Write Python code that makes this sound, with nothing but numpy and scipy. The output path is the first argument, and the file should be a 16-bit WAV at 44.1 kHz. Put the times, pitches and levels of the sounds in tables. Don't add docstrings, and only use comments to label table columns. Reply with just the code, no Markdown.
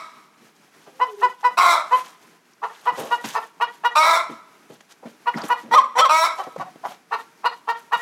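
import sys
import numpy as np
from scipy import signal
from scipy.fft import rfft, irfft, next_fast_len
from scipy.io import wavfile
from scipy.ndimage import uniform_filter1d

SR = 44100
rng = np.random.default_rng(int(sys.argv[2]) if len(sys.argv) > 2 else 0)


def file_out(sig):
    cols = np.atleast_2d(sig).T
    lim = np.clip(cols, -1, 1)
    pcm = np.round(lim * 32767).astype(np.int16)
    wavfile.write(sys.argv[1], SR, pcm)


N = 353241
LEAD = SR // 2
TOP_HZ = 15900


def amp(db):
    return 10 ** (np.asarray(db) / 20)


def unit(x):
    return x / np.sqrt(np.mean(x ** 2) + 1e-18)


def add(track, start, sound):
    i = max(int(start * SR) + LEAD, 0)
    part = sound[:max(len(track) - i, 0)]
    track[i:i + len(part)] += part


def wander(size, rate):
    at = np.arange(size) * rate / SR
    knots = np.arange(int(at[-1]) + 2)
    return np.interp(at, knots, rng.standard_normal(len(knots)))


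def resonate(x, modes, size=1024):
    f = np.arange(size // 2 + 1) * SR / size + 1
    hz, width, db = np.transpose(modes)[:, :, None]
    peaks = amp(db) / (1 + ((f * f - hz * hz) / (f * width)) ** 2)
    cepstrum = irfft(np.log(np.sum(peaks, axis=0) + 1e-4))
    spectrum = np.exp(rfft(2 * cepstrum[:size // 2], size) - cepstrum[0])
    return signal.fftconvolve(x, irfft(spectrum))


def colour(x, points):
    hz, db = np.transpose(points)
    size = next_fast_len(len(x))
    f = np.arange(size // 2 + 1) * SR / size + 1
    gain = amp(np.interp(np.log(f), np.log(hz), db))
    return irfft(rfft(x, size) * gain, size)[:len(x)]


def lowpass(x, hz, order=2):
    return signal.sosfilt(signal.butter(order, min(hz, SR / 2 - 1), fs=SR, output="sos"), x)


def yard(level_db=-57.5, waver_db=2.5):
    # hz, density_db (per Hz)
    air_spectrum = [(18, -76), (30, -39), (179, 5.5), (473, 3), (512, -11.5), (569, -1.5), (1500, -2),
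                    (1810, -3.5), (2410, -4), (2750, -8), (3580, -11), (5740, -11), (8980, -17.5),
                    (10800, -15.5), (16000, -26)]
    air = unit(colour(rng.standard_normal(N), air_spectrum))
    return amp(level_db + waver_db * wander(N, 17.0)) * air


def ramps(length, attack_s, release_s):
    t = np.arange(int(length * SR)) / SR
    onset = np.clip(1 - t / attack_s, 0, 1)
    ending = np.clip(1 - (length - t) / release_s, 0, 1)
    return t, onset, ending


def register(t, after, lasts, flip_s):
    return (np.tanh((t - after) / flip_s) - np.tanh((t - after - lasts) / flip_s)) / 2


def beak(t, rough, stretch, settle_s, shake=0.013):
    return 1 + stretch * np.exp(-(t / settle_s) ** 2) + shake * rough * wander(len(t), 25)


def moving_throat(x, modes, gape, size=256):
    hz, width, db = np.transpose(modes)
    reach = np.exp(-(np.log(hz / 2200) / .42) ** 2)
    padded, out = np.pad(x, size), np.zeros(len(x) + SR // 10)
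    for i in range(0, len(x), size):
        piece = padded[i:i + 2 * size]
        piece = piece * signal.windows.hann(2 * size, sym=False)[:len(piece)]
        rung = resonate(piece, np.transpose([hz * gape[i] ** reach, width, db]))
        out[i:i + len(rung)] += rung
    return out[size:size + len(x)]


def voice(hz, db, rough, treble_db, gape, throat, doubling=0.55, closure=.13, edge_hz=1700):
    size, rough = len(hz), np.clip(rough, 0, 1)
    jitter = .04 * wander(size, 400) + .028 * wander(size, 70)
    phase = 2 * np.pi * np.cumsum(hz * (1 + rough * jitter)) / SR
    pulses = np.zeros(size)
    for k in range(1, int(TOP_HZ / hz.mean()) + 1):
        fray = .75 * rough * (wander(size, 230) + 1j * wander(size, 230))
        sway_db = np.minimum(k * (.2 + rough / 2), 3.5) * wander(size, 50)
        harmonic = np.exp(1j * (k * phase + closure * k * k))
        pulses += amp(sway_db) * np.real((1 + fray) * harmonic)
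    pulses = unit(pulses) * (1 + doubling * rough * np.cos(phase / 2))
    air = unit(rng.standard_normal(size) * (1 + .7 * np.cos(phase)))
    flutter = np.exp(.35 * rough * wander(size, 330))
    source = (pulses + .62 * rough * air) * flutter
    sound = moving_throat(source, throat, gape)
    body = colour(sound, [(edge_hz * 0.42, 0), (edge_hz * 2.9, -20)])
    sound = body + amp(treble_db) * (sound - body)
    loudness = np.sqrt(uniform_filter1d(sound ** 2, size=700) + 1e-12)
    fades = signal.windows.tukey(size, min(0.0041 * SR / size, 1))
    return sound / loudness * amp(db) * fades


def squawks(onset_db=-11, ending_db=-12, push_db=7, ending_treble_db=-12, ending_rough=.6):
    # start_s, length_s, release_s, pitch_hz, drift_hz_per_s, level_db, treble_db, roughness (0-1),
    # clear_after_s, clear_lasts_s, clear_roughness (0-1)
    squawk_calls = [(-.3, 0.22, 0.085, 328.8, -51.5, -11, -1, 0.76, 0.067, .05, 0.39),
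                    (1.571, 0.25, 0.096, 372.5, -220, -13, -12.5, .7, 0.12, 0.036, 0.31),
                    (3.952, 0.27, 0.071, 309.1, 140, -13, -12.5, 0.54, 0.0197, 0.0542, 0.07),
                    (6.090, 0.2, .038, 314.1, 94.5, -13, -12.5, 0.47, 0.025, 0.116, 0.03)]
    # centre_hz, width_hz, level_db
    squawk_throat = [(639, 183, -13.5), (1073, 356, 2.5), (1278, 144, 1), (2030, 140, -13),
                     (2212, 163, -1.5), (3353, 83, -21), (3820, 480, -13), (4430, 1200, -24),
                     (5560, 610, -17.5), (7710, 1150, -22.5), (10000, 390, -28), (12000, 10000, -33)]
    attack_s, flip_s, push_s = 0.0093, .006, 0.033
    scoop, scoop_s, droop = .1, .018, .04
    sag_db_per_s = -10
    out = np.zeros(LEAD + N)
    for (start, length, release_s, hz, drift, db, treble_db, rough,
         after, lasts, clear_rough) in squawk_calls:
        t, onset, ending = ramps(length, attack_s, release_s)
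        clear = register(t, after, lasts, flip_s)
        push = np.exp(-((t - length + release_s) / push_s) ** 2)
        pitch = (hz + drift * t) * (1 - scoop * np.exp(-t / scoop_s) - droop * ending ** 2)
        level = db + sag_db_per_s * t + onset_db * onset + ending_db * ending
        harsh = rough + onset / 2 + ending_rough * np.sqrt(ending)
        rasp = np.clip(clear * clear_rough + (1 - clear) * harsh, 0, 1)
        treble = treble_db + push_db * push + ending_treble_db * ending
        gape = beak(t, rasp, stretch=0.16, settle_s=0.04)
        add(out, start, voice(pitch, level, rasp, treble, gape, squawk_throat))
    return out


def crackle(size, grain_rate=700):
    # hz, density_db (per Hz)
    shavings_spectrum = [(100, -14.5), (300, -5), (1000, 3), (2500, -0.5), (5000, -5.5), (8000, -9),
                         (12000, -11.5), (16000, -24.5)]
    out = np.zeros(size)
    for hz in np.geomspace(200, 12800, 7):
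        grain_db = 4 * wander(size, grain_rate) + 2.5 * wander(size, 70)
        grains = rng.standard_normal(size) * amp(grain_db)
        out += colour(grains, [(hz / 4, -40), (hz / 2, -12), (hz, 0), (hz * 2, -12), (hz * 4, -40)])
    return unit(colour(out, shavings_spectrum))


def rustle(stir_db=-67, flutter_db=3.5):
    # middle_s, length_s, level_db
    scratches = [(0.863, .14, -59), (1.207, 1, -57), (2, 0.4, -42), (2.247, 0.21, -56), (2.48, .06, -68),
                 (2.719, 0.18, -50.5), (2.85, 0.2, -45), (3.058, 0.37, -39.5), (3.29, 0.21, -36.5),
                 (3.395, 0.27, -50), (3.742, 0.16, -55), (4.731, 0.12, -56), (4.908, 0.09, -57.5),
                 (5.088, 0.11, -57), (5.36, 0.13, -51), (5.487, 0.11, -43), (5.594, .14, -51.5),
                 (6.434, 0.34, -53), (6.901, 0.18, -49), (7.203, 0.13, -50), (7.546, .12, -52.5),
                 (7.796, 0.1, -52), (7.989, 0.088, -45)]
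    effort = np.full(LEAD + N, amp(stir_db))
    for middle, length, db in scratches:
        add(effort, middle - length / 2, amp(db) * np.hanning(int(length * SR)))
    return effort * amp(flutter_db * wander(LEAD + N, 45)) * crackle(LEAD + N)


def bumps(rise_s=0.0077, boom_db=12):
    # start_s, level_db, push_decay_s, boom_hz, crunch_db
    foot_bumps = [(0.41, -53.5, 0.03, 191, -7), (0.869, -44, 0.015, 330, -13.5),
                  (2.912, -44, 0.019, 220, -14), (2.974, -29, 0.061, 383, -14),
                  (3.024, -40, 0.086, 537, -22), (3.24, -30, 0.013, 207, 2),
                  (4.293, -34.5, 0.022, 270, -9.5), (4.697, -40.5, 0.019, 296, -21),
                  (4.805, -56, 0.0037, 377, 11), (5.025, -41.5, 0.026, 420, -32),
                  (5.054, -32.5, 0.012, 250, -26), (5.342, -26, 0.021, 220, -33),
                  (5.369, -29.5, 0.042, 800, -8), (5.434, -28, 0.0092, 273, -8),
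                  (5.626, -40.5, 0.12, 262, -16), (6.467, -33.5, 0.0072, 370, -25),
                  (6.56, -26.5, 0.0035, 516, -21), (6.575, -39.5, 0.042, 176, -6.5),
                  (6.757, -38.5, 0.0025, 285, -15), (6.848, -48, 0.029, 200, -3),
                  (7.956, -44.5, 0.0094, 267, -22)]
    # centre_hz, width_hz, level_db
    boards = [(150, 115, -3.5), (233, 33, -1.5), (302, 31, -8), (460, 12, 2), (597, 65, -6),
              (820, 390, -30), (1225, 1500, 10)]
    out = np.zeros(LEAD + N)
    t = np.arange(SR // 4) / SR
    for start, db, length, hz, crunch_db in foot_bumps:
        push = (1 - np.exp(-t / rise_s)) * np.exp(-t / length)
        boom = [(hz / 2, -boom_db), (hz, 0), (hz * 2, -boom_db), (hz * 4, -3 * boom_db)]
        force = colour(rng.standard_normal(len(t)), boom)
        ringing = resonate(force * push, boards, size=4096)[:len(t)]
        wood = unit(ringing) * np.sqrt(np.mean(push ** 2))
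        crunch = lowpass(push * crackle(len(t)), hz=7000, order=1)
        add(out, start, amp(db) * (wood + amp(crunch_db) * crunch) / push.max())
    return out


def clucks(table, throat, follow=0.26, swell_shape=1.84, onset_db=-27, ending_db=-15,
           onset_treble_db=-25, ending_treble_db=-13, onset_rough=1.15, ending_rough=0.49):
    attack_s, release_s = 0.0257, 0.026
    scoop, droop = 0.2585, 0.056
    out = np.zeros(LEAD + N)
    usual_hz = np.median([row[2] for row in table])
    for start, length, hz, db, rough, treble_db in table:
        t, onset, ending = ramps(length, attack_s, release_s)
        pitch = hz * (1 - scoop * onset ** 2 - droop * ending ** 2)
        level = db + onset_db * onset ** swell_shape + ending_db * ending ** swell_shape
        treble = treble_db + onset_treble_db * onset ** 2 + ending_treble_db * ending ** 2
        rasp = rough + onset_rough * onset + ending_rough * ending ** 2
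        gape = (pitch / usual_hz) ** follow
        add(out, start, voice(pitch, level, rasp, treble, gape, throat))
    return out


def murmur(octave_db=-26, fade_s=0.031, fade_db=-18):
    # start_s, length_s, first_pitch_hz, last_pitch_hz, level_db
    soft_notes = [(.92, 0.1, 492, 554, -59), (1.06, 0.11, 467, 383, -38.5), (1.172, 0.11, 418, 375, -37.5)]
    out = np.zeros(LEAD + N)
    for start, length, first_hz, last_hz, db in soft_notes:
        t, onset, ending = ramps(length, fade_s, fade_s)
        phase = 2 * np.pi * np.cumsum(np.linspace(first_hz, last_hz, len(t))) / SR
        tone = unit(np.sin(phase) + amp(octave_db) * np.sin(2 * phase))
        add(out, start, amp(db + fade_db * (onset + ending) ** 2) * tone)
    return out


def squeaks(width_share=0.23):
    # start_s, centre_hz, level_db, length_s
    litter_squeaks = [(2.53, 5570, -60, 0.011), (2.866, 3100, -46, 0.014), (4.806, 6960, -59, .008),
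                      (5.34, 1910, -30, 0.0065), (5.359, 5000, -46.5, 0.031), (5.414, 4900, -39.5, 0.012),
                      (5.478, 11000, -45.5, 0.02), (5.479, 7300, -49, .016), (5.498, 10000, -59, .012)]
    out = np.zeros(LEAD + N)
    for start, hz, db, length in litter_squeaks:
        size = int(length * SR)
        slip = resonate(rng.standard_normal(size), [(hz, hz * width_share, 0)])[:size]
        add(out, start, amp(db) * unit(slip * np.hanning(size)))
    return out


def whistle(hz, overtone):
    phase = 2 * np.pi * np.cumsum(hz) / SR
    return unit(np.sin(2 * phase) + overtone * np.sin(5 * phase))


def yelps(onset_db=-20, ending_db=-19, treble_db=-6, onset_treble_db=-14, ending_treble_db=-14,
          leap_db=-11, fall_db=-7, rough_before=0.62, rough_leap=.12, rough_after=.3):
    # start_s, length_s, pitch_hz, level_db, leap_after_s, leap_lasts_s, leap_pitch_hz,
    # whistle_db, overtone_db
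    yelp_calls = [(5.709, 0.098, 525.6, -9, .045, 0.026, 629.3, -9.5, -26),
                  (5.952, 0.1264, 531.5, -11, .058, .04, 655.3, -11.5, -14.5)]
    # centre_hz, width_hz, level_db
    yelp_throat = [(506, 1800, -21.5), (936, 374, 6.5), (1290, 81, 1.5), (1990, 200, -2), (2395, 240, -8.5),
                   (3300, 330, -8.5), (4000, 450, -14.5), (5710, 760, -17.5), (7660, 690, -24.5),
                   (10100, 1100, -30.5), (13300, 3600, -36)]
    attack_s, release_s, flip_s = 0.046, 0.02, 0.00706
    scoop, scoop_s, droop = 0.14, 0.034, 0.027
    out = np.zeros(LEAD + N)
    for start, length, hz, db, after, lasts, leap_hz, whistle_db, overtone_db in yelp_calls:
        t, onset, ending = ramps(length, attack_s, release_s)
        high = register(t, after, lasts, flip_s)
        whistling = register(t, after, length, flip_s) ** 2
        low_pitch = hz * (1 - scoop * np.exp(-t / scoop_s) - droop * ending ** 2)
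        pitch = high * leap_hz + (1 - high) * low_pitch
        level = db + onset_db * onset ** 2 + ending_db * ending ** 2
        level += leap_db * high ** 2 + fall_db * whistling
        low_rasp = np.where(t < after + lasts / 2, rough_before, rough_after)
        rasp = high * rough_leap + (1 - high) * low_rasp
        treble = treble_db + onset_treble_db * onset ** 2 + ending_treble_db * ending
        gape = beak(t, rasp, stretch=-0.069, settle_s=0.025)
        add(out, start, voice(pitch, level, rasp, treble, gape, yelp_throat))
        ring = whistle(pitch, amp(overtone_db) * high ** 2)
        add(out, start, amp(whistle_db) * whistling * (1 - ending ** 2) * ring)
    return out


def burst(delay, decay, top_hz):
    t = np.arange(SR) / SR
    shape = (t >= delay) * np.exp(-np.abs(t - delay) / decay)
    cloud = rng.standard_normal(SR) * shape / np.sqrt(np.sum(shape ** 2))
    return lowpass(cloud, top_hz, order=1)


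def coop(x, scatter_db=-3, beam_hz=3200):
    scatter = colour(burst(0.0018, 0.0068, 15000), [(beam_hz / 2, -24), (beam_hz, 0)])
    return x + amp(scatter_db) * signal.fftconvolve(x, scatter)[:len(x)]


def surroundings(x, echo_db, tail_db, far_db, tail_t60=0.6, far_t60=0.94,
                 echo_hz=7000, tail_hz=5000, far_hz=1800):
    # delay_s, relative_db (echo_db is added), smear_s
    echoes = [(.006, -8.5, 0.0013), (.024, -11.5, 0.011), (0.057, -13, .012)]
    response = sum(amp(db + echo_db) * burst(delay, smear, echo_hz) for delay, db, smear in echoes)
    response += amp(tail_db) * burst(0.056, tail_t60 / np.log(1000), tail_hz)
    response += amp(far_db) * burst(0.3, far_t60 / np.log(1000), far_hz)
    return x + signal.fftconvolve(x, response)[:len(x)]


def scene():
    # start_s, length_s, pitch_hz, level_db, roughness (0-1), treble_db
    cluck_calls = [(.992, 0.059, 508.3, -16.5, 0.23, -10), (1.212, 0.059, 498, -14.5, 0.08, -7),
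                   (1.428, 0.061, 497.8, -15, 0.13, -3.5), (1.906, 0.062, 510.4, -13.5, 0.18, -11),
                   (2.616, 0.052, 462, -21.5, 0.83, -9.5), (2.853, 0.06, 486, -17.5, 0.48, -11),
                   (3.100, 0.06, 481, -17.5, 0.11, -5), (3.338, 0.057, 463.2, -18.5, 0.46, -6.5),
                   (3.597, 0.055, 473.3, -16.5, 0.22, 1.5), (3.833, 0.052, 481, -14.5, 0.16, 3),
                   (5.257, 0.048, 490.8, -16, 0.16, -7.5), (5.486, 0.061, 482, -17, 0.3, -1.5),
                   (7.108, .054, 468.7, -18, 0.6, -5.5), (7.434, 0.053, 473.7, -16, 0.46, -1),
                   (7.670, 0.056, 470.2, -16.5, 0.15, -1), (7.911, 0.054, 476, -15.5, 0.34, 2)]
    low_cluck_calls = [(.85, 0.054, 405, -49.5, 0.54, -5), (6.374, 0.053, 386.4, -23, 0.33, -0.5),
                       (6.586, 0.049, 374.5, -24, 0.43, 4), (6.830, 0.043, 386.6, -23, 0.7, -1)]
    # centre_hz, width_hz, level_db
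    cluck_throat = [(454, 36, -12.5), (800, 270, -14.5), (1002, 380, 0.5), (1173, 220, -7), (1414, 51, -14),
                    (1879, 190, -7), (2613, 200, -14.5), (2918, 130, -15.5), (4040, 560, -26),
                    (4900, 400, -40), (6140, 380, -38.5), (8030, 430, -46), (10200, 670, -46.5),
                    (14000, 2300, -47)]
    low_throat = [(547, 71, -2), (785, 380, 14), (1020, 290, 8), (1820, 380, -3.5), (3260, 1200, -34),
                  (5950, 2300, -35), (12800, 5400, -41)]
    cackle = clucks(cluck_calls, cluck_throat) + clucks(low_cluck_calls, low_throat)
    short = coop(cackle) + murmur()
    floor = bumps() + rustle() + squeaks()
    mix = surroundings(coop(squawks()), echo_db=1.0, tail_db=-15.0, far_db=-35.5)
    mix += surroundings(floor, echo_db=-6.5, tail_db=-27.5, far_db=-27.0)
    mix += surroundings(short, echo_db=0, tail_db=-25.5, far_db=-43.0)
    mix += surroundings(coop(yelps()), echo_db=-1.5, tail_db=-19.5, far_db=-35)
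    return (mix[LEAD:] + yard())[None]


def record(dry, ceiling=.72):
    rounded = dry / (1 + (dry / ceiling) ** 6) ** (1 / 6)
    thin = signal.sosfilt(signal.butter(3, 110, "high", fs=SR, output="sos"), rounded)
    return signal.sosfilt(signal.ellip(10, .2, 80, TOP_HZ, fs=SR, output="sos"), thin)


dry = scene()
out = record(dry)
file_out(out)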